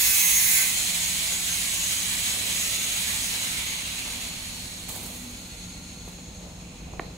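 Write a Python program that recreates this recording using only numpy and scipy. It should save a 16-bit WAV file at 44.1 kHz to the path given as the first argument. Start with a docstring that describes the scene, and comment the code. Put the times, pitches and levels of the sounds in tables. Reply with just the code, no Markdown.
"""A pulsating nozzle buzzes against a steel drum, through the open hood of a factory washing line.
The hood's edge soon screens it, leaving the hiss of mist and drops on stainless steel, which dulls
and recedes as the listener walks on. Running water rings pipes and a trough; underneath, machinery
rumbles, a pump hums and thin whines come and go. Shoes scuff on concrete, and near the end a finger
knocks the camera, whose two microphone ports are the listener's ears."""
import sys
import numpy as np
from scipy import signal
from scipy.fft import rfft, irfft, next_fast_len
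from scipy.io import wavfile
from scipy.ndimage import uniform_filter1d

SR = 44100
rng = np.random.default_rng(int(sys.argv[2]) if len(sys.argv) > 2 else 0)


def wav_out(sig):
    """Save sig, one row per channel (or a flat mono array), as 16-bit PCM at SR to the path in sys.argv[1]."""
    wavfile.write(sys.argv[1], SR, np.round(np.clip(np.atleast_2d(sig).T, -1, 1) * 32767).astype(np.int16))


N = 316178
T = np.arange(N) / SR
FREQS = np.fft.rfftfreq(N, 1 / SR)
# time and frequency grid for moving filters
FRAMES, BINS = np.arange(N // 256 + 5)[:, None] * 256 / SR, np.fft.rfftfreq(1024, 1 / SR)

PULSE_HZ = 171.55  # slugs of water per second
HIDE_S, HIDING_S = 0.57, 0.63  # when the hood starts to screen the nozzle, and how long it takes

# tone of the nozzle's splash on the drum: f/Hz, level/dB
NOZZLE_EQ = [(500, -35), (1400, -29), (1700, -4), (2100, 0.5), (2550, -4), (3000, -20), (5000, -13),
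             (5900, -8.5), (6350, -5), (7400, -8.5), (8900, -3), (11000, 1.5), (11500, -3), (12800, -3),
             (13900, -6.5), (15400, -5)]
# hollows under the hood, ringing in turn: f/Hz, width/Hz, boost/dB, strongest t/s, spread/s
HOOD_HOLLOWS = [(2110, 220, 5.5, 0.47, 0.035), (6340, 290, 6, 0.38, 0.25), (7300, 440, 6, 0.69, 0.11),
                (11200, 340, 5.5, 0.59, 0.073)]
# pulse partials the drum picks out: f/Hz (snaps to a harmonic), level/dB, strongest t/s, spread/s
DRUM_PARTIALS = [(1029, -56.5, 0.24, 0.56), (1201, -53, 0.12, 0.32), (1544, -45, 0.11, 0.08),
                 (1544, -48, 0.62, .1), (2058, -40.5, 0.6, 0.24), (2573, -35.5, 0.17, 0.13),
                 (5661, -39, 0.27, 0.16), (6176, -37, 0.2, 0.14), (6347, -28.5, .17, 0.085),
                 (6519, -31.5, 0.29, 0.16), (7205, -40, 0.15, .14), (7205, -39, 0.45, .09),
                 (7891, -37.5, .3, .12), (8920, -33.5, 0.24, 0.58), (10900, -41, .47, .13),
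                 (11151, -31, .32, 0.073), (14239, -35, .25, .08), (15440, -41, .36, .13)]
# likeness of the spray at the two ports: f/Hz, coherence/0-1
HISS_COHERENCE = [(400, 0.5), (1500, 0.21), (3000, 0.08), (5000, 0.13), (6600, 0.67), (9000, 0.82),
                  (12000, 0.25), (15000, 1)]
# lead of the left port for sound from the machine: f/Hz, phase/rad
HISS_LEAD = [(0, 0), (600, 0.4), (1460, 3.4), (2070, 6.3), (2410, 6.9), (2840, 9.3), (4650, 8.7),
             (5250, 12.8), (6290, 12.6), (8180, 12.6), (8870, 12.1), (10300, 13.5), (11500, 18.9),
             (16400, 18.8)]
# tone of spray on steel: f/Hz, level/dB
SPRAY_EQ = [(250, -61), (700, -38.5), (1500, -36), (2200, -27), (4200, -27.5), (4800, -32), (6100, -32),
            (7300, -33.5), (8300, -26.5), (10500, -27.5), (12000, -33), (13600, -39), (16000, -39.5)]
# nozzle and pipe resonances along the walk: f/Hz, width/Hz, boost/dB, strongest t/s, spread/s
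PIPE_RESONANCES = [(2320, 70, 3, 4.1, 1.5), (3964, 25, 6, 3, 3.2), (6484, 103, 11.5, 2.45, 5.4),
                   (6840, 75, 10, 2, 3.6), (7830, 49, 5.5, 1.3, 2.5), (8000, 86, 7.5, 2.3, 1.7)]
# covers that pass in front of the spray: t/s, treble loss/dB, spread/s
PASSING_COVERS = [(3.8, 4.5, 0.37), (7.1, 0.5, .33)]
# modes of the trough: f/Hz, width/Hz, level/dB
TROUGH_RESONANCES = [(2550, 650, -11), (3400, 250, -10.5), (3950, 130, -3.5), (4310, 220, -3.5),
                     (5290, 100, -11), (6500, 460, -4), (7000, 500, -11), (7970, 100, -9)]
# stretches of open trough: nearest t/s, level/dB, spread/s
OPEN_TROUGHS = [(.3, -34, 0.82), (2.4, -48, 3.7), (5.7, -48.5, 0.88)]
# tone of the hall's machinery: f/Hz, level/dB
RUMBLE_EQ = [(15, -11), (30, -2), (58, 7), (80, 1), (120, -1.5), (190, 0), (260, -4), (430, -14),
             (800, -14), (1200, -18.5), (4000, -26.5), (16000, -38)]
# swells and a dip in the deepest rumble: t/s, gain/dB, spread/s
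BASS_SWELLS = [(2.92, 3, 0.13), (4.5, 3.5, 0.15), (6, -0.5, 0.35), (6.95, 7, 0.12)]
# pump and motor tones: f/Hz, level/dB before trim, loudest t/s, spread/s
PUMP_TONES = [(97.7, -49, 3.1, 3.2), (151.6, -51, 7.3, 1.3), (173, -46, 1.25, 0.63),
              (177.4, -44.5, 7.4, 4.2), (201, -56.5, 4.4, 7.5), (243, -50, 3.9, 1.64),
              (243, -45, 5.28, 0.12), (282, -59.5, 3.4, 2.2), (494, -57, 7.2, 2.8)]
# narrow resonances that swell and fade: start t/s, length/s, f/Hz, width/Hz, level/dB
RESONANT_SWELLS = [(0.45, 0.29, 2100, 150, -34.5), (3.26, 0.92, 2340, 130, -51), (3.2, 2, 4320, 130, -47),
                   (4.98, 1.2, 4335, 74, -54), (4.1, 0.8, 4400, 90, -52), (4.9, 3.4, 5290, 120, -65.5),
                   (6.98, 0.15, 4200, 450, -53), (6.58, 0.57, 2500, 420, -54)]
# shoe strokes on concrete: t/s, rise/s, decay/s, rub level/dB, rub f/Hz, grit level/dB
SHOE_STROKES = [(1.3, 0.021, 0.037, -44, 700, -58), (2.25, 0.13, 0.7, -46.5, 560, -67),
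                (4.04, 0.04, 0.062, -43, 1130, -53), (4.15, 0.14, 0.35, -58, 950, -73),
                (4.882, 0.012, 0.028, -43.5, 800, -30), (4.91, 0.053, 0.067, -46.5, 700, -39.5),
                (5.0, 0.057, 0.087, -58, 700, -41), (5.13, .04, .035, -65, 595, -47),
                (6.075, 0.012, 0.022, -52, 650, -47), (6.36, 0.11, 0.076, -48, 497, -87),
                (6.76, 0.29, 0.11, -47, 484, -66)]
# tone of grit under the sole: f/Hz, level/dB
GRIT_EQ = [(200, -20), (1500, -4), (4000, 4), (5500, -4), (9000, 10), (11500, 7), (16000, 2)]
# thin machine whines: start t/s, length/s, f/Hz, level/dB
MACHINE_WHINES = [(2.575, 0.32, 1318, -54), (5.308, 0.86, 1397, -63.5)]
# finger knocks, the hardest with a rebound: t/s, peak level/dB, low-pass f/Hz
FINGER_KNOCKS = [(6.078, -28.5, 800), (6.187, -37, 890), (6.936, -28, 900), (6.9956, -12.5, 3320),
                 (6.9981, -15, 1190)]
# modes of the camera body: f/Hz, level/dB, t60/s
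BODY_MODES = [(140, -31, .04), (380, -8, 0.011), (880, -3, 0.0045), (1220, -9, 0.016), (1950, 8, 0.0037),
              (3600, -12, 0.005)]
# tone of the left port against the right: f/Hz, gain/dB
LEFT_PORT_EQ = [(300, -4), (900, -1.5), (1600, -6), (3200, -1), (6000, -0.5), (7000, 5), (7400, 3),
                (7620, 1.5), (8180, -7.5), (8370, -31), (9300, -42), (10500, -14), (12000, -9.5),
                (14200, -2)]


def gain(db):
    """Decibels to amplitude."""
    return 10 ** (np.asarray(db) / 20)


def unit_rms(x):
    """Scales to rms 1."""
    return x / np.sqrt(np.mean(x ** 2) + 1e-20)


def curve(points, freqs=FREQS):
    """Reads a spectrum table along a log-frequency axis."""
    hz, value = np.transpose(points)
    return np.interp(np.log(freqs + 1), np.log(hz), value)


def band(hz, width):
    """Band-pass curve in dB: a resonance applied twice."""
    return -20 * np.log10(1 + (1.3 * (FREQS - hz) / width) ** 2)


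def bell(hz, width):
    """Shape of a resonant boost over BINS, 0-1."""
    return 1 / (1 + (2 * (BINS - hz) / width) ** 2)


def passing(t, at, spread):
    """A swell, 0-1, that peaks at time `at`, as when walking past a source."""
    return 1 / (1 + ((t - at) / spread) ** 2)


def eq(x, db):
    """Filters x by a gain in dB for each of FREQS."""
    size = next_fast_len(N + SR)
    response = gain(np.interp(np.fft.rfftfreq(size, 1 / SR), FREQS, db))
    return irfft(rfft(x, size) * response, size)[..., :N]


def moving_eq(x, field_db):
    """Gives white noise of rms 1 a moving spectrum in dB per Hz."""
    spectra = signal.stft(x, nperseg=1024, noverlap=768)[2]
    spectra = spectra * gain(field_db[:spectra.shape[2]].T) * np.sqrt(SR / 2)
    return signal.istft(spectra, nperseg=1024, noverlap=768)[1][:, :N]


def wander(rate_hz):
    """Smooth random modulation of rms 1."""
    coarse = T[::32]
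    hz = np.fft.rfftfreq(len(coarse), coarse[1])
    spectrum = rfft(rng.standard_normal(len(coarse))) / (1 + (hz / rate_hz) ** 4)
    return unit_rms(np.interp(T, coarse, irfft(spectrum, len(coarse))))


def patches(frames, bins):
    """Random blotches in time and frequency, rms 1."""
    noise = rng.standard_normal((len(FRAMES), len(BINS)))
    return unit_rms(uniform_filter1d(uniform_filter1d(noise, frames, axis=0), bins, axis=1))


def stereo_noise(coherence, lead=0.):
    """White noise, partly alike at the two ports, the left ahead by `lead` radians."""
    shared, own = rfft(rng.standard_normal((2, N)))
    coherence = np.clip(coherence, 0, 1)
    left = (coherence * shared + np.sqrt(1 - coherence ** 2) * own) * np.exp(1j * lead)
    return irfft(np.array([left, shared]), N)


def hiss():
    """White noise arriving from the machine's side."""
    return stereo_noise(curve(HISS_COHERENCE), curve(HISS_LEAD))


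def hidden(t):
    """How far the hood's edge hides the nozzle, 0-1."""
    return np.clip((t - HIDE_S) / HIDING_S, 0, 1)


def water_slugs(cycles, jitter_s=4e-6, unevenness=0.2):
    """One click per slug of water, each a little off in timing and force."""
    at = np.interp(np.arange(1, int(cycles[-1])), cycles, np.arange(N))
    late, force = rng.standard_normal((N // 100, 2))[:len(at)].T
    at = at + late * jitter_s * SR
    taps = at.astype(int)[:, None] + np.arange(-8, 9)
    clicks = np.sinc(taps - at[:, None]) * np.hanning(taps.shape[1])  # placed between samples
    slugs = np.zeros(N)
    np.add.at(slugs, taps % N, clicks * (1 + unevenness * force[:, None]))
    return slugs


def nozzle(cycles, level_db=-18, splash_s=0.03, puff_s=0.025, mist_db=-6, shadow_db=31, fade_db_per_s=27):
    """Slugs of water buzz on the drum, each with a splash and a puff of mist, until the hood hides them."""
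    slugs = water_slugs(cycles)
    # the splash smears each slug in time but keeps its spectrum nearly even
    splash = rfft(hiss() * np.exp(-T / splash_s))
    buzz = unit_rms(irfft(rfft(slugs) * splash / (abs(splash) + 1e-9) ** 0.75, N))
    mist = unit_rms(hiss() * np.exp(-(cycles % 1) / PULSE_HZ / puff_s))
    hollows_db = sum(db * passing(FRAMES, at, spread) * bell(hz, width)
                     for hz, width, db, at, spread in HOOD_HOLLOWS)
    reflections_db = 3.5 * patches(frames=30, bins=5)  # off the steel, shifting as the listener moves
    jet = moving_eq(buzz + gain(mist_db) * mist, curve(NOZZLE_EQ, BINS) + hollows_db + reflections_db)
    screened_db = shadow_db * hidden(T) + fade_db_per_s * np.maximum(T - HIDE_S, 0)
    return gain(level_db - screened_db) * unit_rms(jet)


def drum(cycles, flutter_db=4.0):
    """The drum sings on single harmonics of the pulse, each swelling and sinking."""
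    out = np.zeros(N)
    for hz, db, at, spread in DRUM_PARTIALS:
        level = gain(db + flutter_db * wander(15)) * passing(T, at, spread) ** 2
        out += level * np.sin(2 * np.pi * round(hz / PULSE_HZ) * cycles + rng.uniform(0, 2 * np.pi))
    return np.sqrt(2) * out


def spray_fader(near_db=-38, open_hood_db=1.37, leave_s=3.246, near_m=0.99, walk_m_per_s=0.95):
    """Gain of the spray in dB per frame: the listener lingers beside it, then walks away."""
    distance_m = np.hypot(near_m, walk_m_per_s * np.maximum(FRAMES - leave_s, 0))
    loss_db = 13.5 * np.log2(distance_m / near_m)
    return near_db + open_hood_db * (1 - hidden(FRAMES)) - loss_db


def spray(drops_per_s=2500, drops_db=-14, flutter_db=0.6, dulling=0.24, shelf_hz=5000, treble_db=0.27):
    """Mist and single drops strike steel; the hiss dulls as it recedes behind the covers."""
    strikes = gain(4 * np.minimum(rng.exponential(1, N), 3)) * rng.choice([-1, 1], N)
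    drops = unit_rms(strikes * (rng.random((2, N)) < drops_per_s / SR))
    water = unit_rms(hiss() + gain(drops_db) * drops) * gain(flutter_db * wander(21))
    fader_db = spray_fader()
    tilt_db = dulling * (fader_db + 41) * (BINS / 13000) ** 2  # flat with the fader at -41 dB
    covered_db = sum(db * passing(FRAMES, at, spread) for at, db, spread in PASSING_COVERS)
    shelf_db = (treble_db - covered_db) * (1 - 1 / (1 + (BINS / shelf_hz) ** 6))
    pipes_db = 0
    for hz, width, db, at, spread in PIPE_RESONANCES:
        flow = 1 + 0.3 * np.interp(FRAMES, T, wander(9))  # each pipe sings as its flow varies
        pipes_db = pipes_db + db * flow * passing(FRAMES, at, spread) * bell(hz, width)
    # reflections off the sheets shift as the listener moves
    reflections_db = 0.65 * patches(frames=14, bins=16) + 1.54 * patches(frames=40, bins=2)
    tone_db = curve(SPRAY_EQ, BINS) + tilt_db + shelf_db + pipes_db + reflections_db
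    return moving_eq(water, fader_db + tone_db)


def trough(flutter_db=1):
    """Running water keeps the modes of the long trough ringing."""
    power = sum(gain(db) ** 2 / (1 + (1.95 * (FREQS - hz) / width) ** 2) ** 2
                for hz, width, db in TROUGH_RESONANCES)
    ring = unit_rms(eq(stereo_noise(coherence=0.45), 10 * np.log10(power)))
    level = np.sqrt(sum((gain(db) * passing(T, at, spread)) ** 2 for at, db, spread in OPEN_TROUGHS))
    return ring * level * gain(flutter_db * wander(17))


def steel_panels(x, ripple_db=5.0, half_depth_hz=2200):
    """The panels' many close modes ripple the spectrum, less so in the treble."""
    grid_hz = np.arange(0, SR / 2, 22)
    ripple = rng.standard_normal(len(grid_hz))
    ripple = ripple - uniform_filter1d(ripple, size=5)
    return eq(x, ripple_db * np.interp(FREQS, grid_hz, ripple) / (1 + FREQS / half_depth_hz))


def hall_rumble(start_db=-45.5, rise_db_per_s=0.35, crossover_hz=103, bass_db=-45):
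    """A bed of machinery grows along the walk; its low end keeps its own level and surges at times."""
    air = stereo_noise(coherence=0.965 / (1 + (FREQS / 700) ** 3))
    rumble = unit_rms(eq(air, curve(RUMBLE_EQ)))
    bass = eq(rumble, -20 * np.log10(1 + (FREQS / crossover_hz) ** 4))
    surge_db = sum(db * passing(T, at, spread) for at, db, spread in BASS_SWELLS)
    return (rumble - bass) * gain(start_db + rise_db_per_s * T) + bass * gain(bass_db + surge_db)


def pump_hum(trim_db=-4.0, waver_hz=0.54, throb_db=1.63, throb_hz=4.0):
    """Pump and motor tones throb and waver, each loudest at its own spot on the walk."""
    hum = np.zeros(N)
    for hz, db, at, spread in PUMP_TONES:
        level = gain(db + throb_db * wander(throb_hz)) * passing(T, at, spread)
        hum += level * np.sin(2 * np.pi * np.cumsum(hz + waver_hz * wander(4.2)) / SR)
    return np.sqrt(2) * gain(trim_db) * hum


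def resonant_swells():
    """Narrow resonances swell and fade, including a brief 4.2 kHz ring after the hardest knock."""
    out = np.zeros((2, N))
    for start, length, hz, width, db in RESONANT_SWELLS:
        swell = np.sqrt(abs(np.sin(np.pi * np.clip((T - start) / length, 0, 1))))
        ring = unit_rms(eq(stereo_noise(coherence=0.13), band(hz, width)))
        out += gain(db) * swell * ring
    return out


def shoe_scuffs(catch_db=1.0, rub_width_ratio=0.87):
    """Soles slide and catch on concrete: a dull rub with grit on top."""
    out = np.zeros((2, N))
    grit = unit_rms(eq(stereo_noise(coherence=0.29), curve(GRIT_EQ)))
    friction = stereo_noise(coherence=0.52)
    catching = gain(catch_db * wander(69))
    for start, rise, decay, rub_db, hz, grit_db in SHOE_STROKES:
        attack = np.clip((T - start) / rise, 0, 1)
        release = np.exp(-(np.maximum(T - start - rise, 0) / decay) ** 0.54)
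        rub = unit_rms(eq(friction, band(hz, rub_width_ratio * hz)))
        out += attack * release * (gain(rub_db) * rub + gain(grit_db) * grit)
    return out * catching


def machine_whines(fade_s=0.058, waver_hz=2.4):
    """Clean, slightly wavering machine tones fade in, hold and fade out."""
    out = np.zeros(N)
    for start, length, hz, db in MACHINE_WHINES:
        hold = np.clip(np.minimum(T - start, start + length - T) / fade_s, 0, 1)
        out += gain(db) * hold * np.sin(2 * np.pi * np.cumsum(hz + waver_hz * wander(7.9)) / SR)
    return np.sqrt(2) * out


def finger_knocks(low_cut_hz=280, reverb_db=-11, reverb_t60=0.46, predelay_s=0.006, left_db=-2):
    """A fingertip rings the damped camera body, duller when it lands softly; the hall answers faintly."""
    direct = np.zeros(N)
    low_cut = signal.butter(1, low_cut_hz, "high", fs=SR, output="sos")
    for at, peak_db, bright_hz in FINGER_KNOCKS:
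        age = np.maximum(T - at, 0)
        ring = sum(gain(np.maximum(db - 60 * age / t60, -200)) * np.sin(2 * np.pi * hz * age)
                   for hz, db, t60 in BODY_MODES)
        softened = signal.sosfilt(signal.butter(4, bright_hz, fs=SR, output="sos"), ring)
        knock = signal.sosfilt(low_cut, softened)
        direct += gain(peak_db) * knock / abs(knock).max()
    t = T[:SR]
    tail = rng.standard_normal((2, SR)) * gain(-60 * t / reverb_t60) * (t > predelay_s)
    reverb = signal.fftconvolve(direct[None], tail / np.linalg.norm(tail[0]), axes=1)[:, :N]
    return direct * gain([[left_db], [0]]) + gain(reverb_db) * reverb


def scene(pulse_drift=0.00051):
    """The stereo mix; nozzle and drum share one slightly drifting pulse."""
    wash = steel_panels(spray() + trough())
    cycles = np.cumsum(PULSE_HZ * (1 + pulse_drift * wander(15.7))) / SR
    washing_line = nozzle(cycles) + drum(cycles) + wash
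    factory = hall_rumble() + pump_hum() + machine_whines()
    return washing_line + factory + resonant_swells() + shoe_scuffs() + finger_knocks()


def record(dry, high_cut_hz=15760):
    """The ports agree in the bass; the left has a treble peak and a deep notch. Both get a high cut."""
    left_db = curve(LEFT_PORT_EQ) * np.clip(FREQS / 400 - 1, 0, 1)
    heard = np.array([eq(dry[0], left_db), dry[1]])
    high_cut = signal.firwin(1023, high_cut_hz, window=("kaiser", 9), fs=SR)
    return signal.oaconvolve(heard, high_cut[None], "same")


dry = scene()
out = record(dry)
wav_out(out)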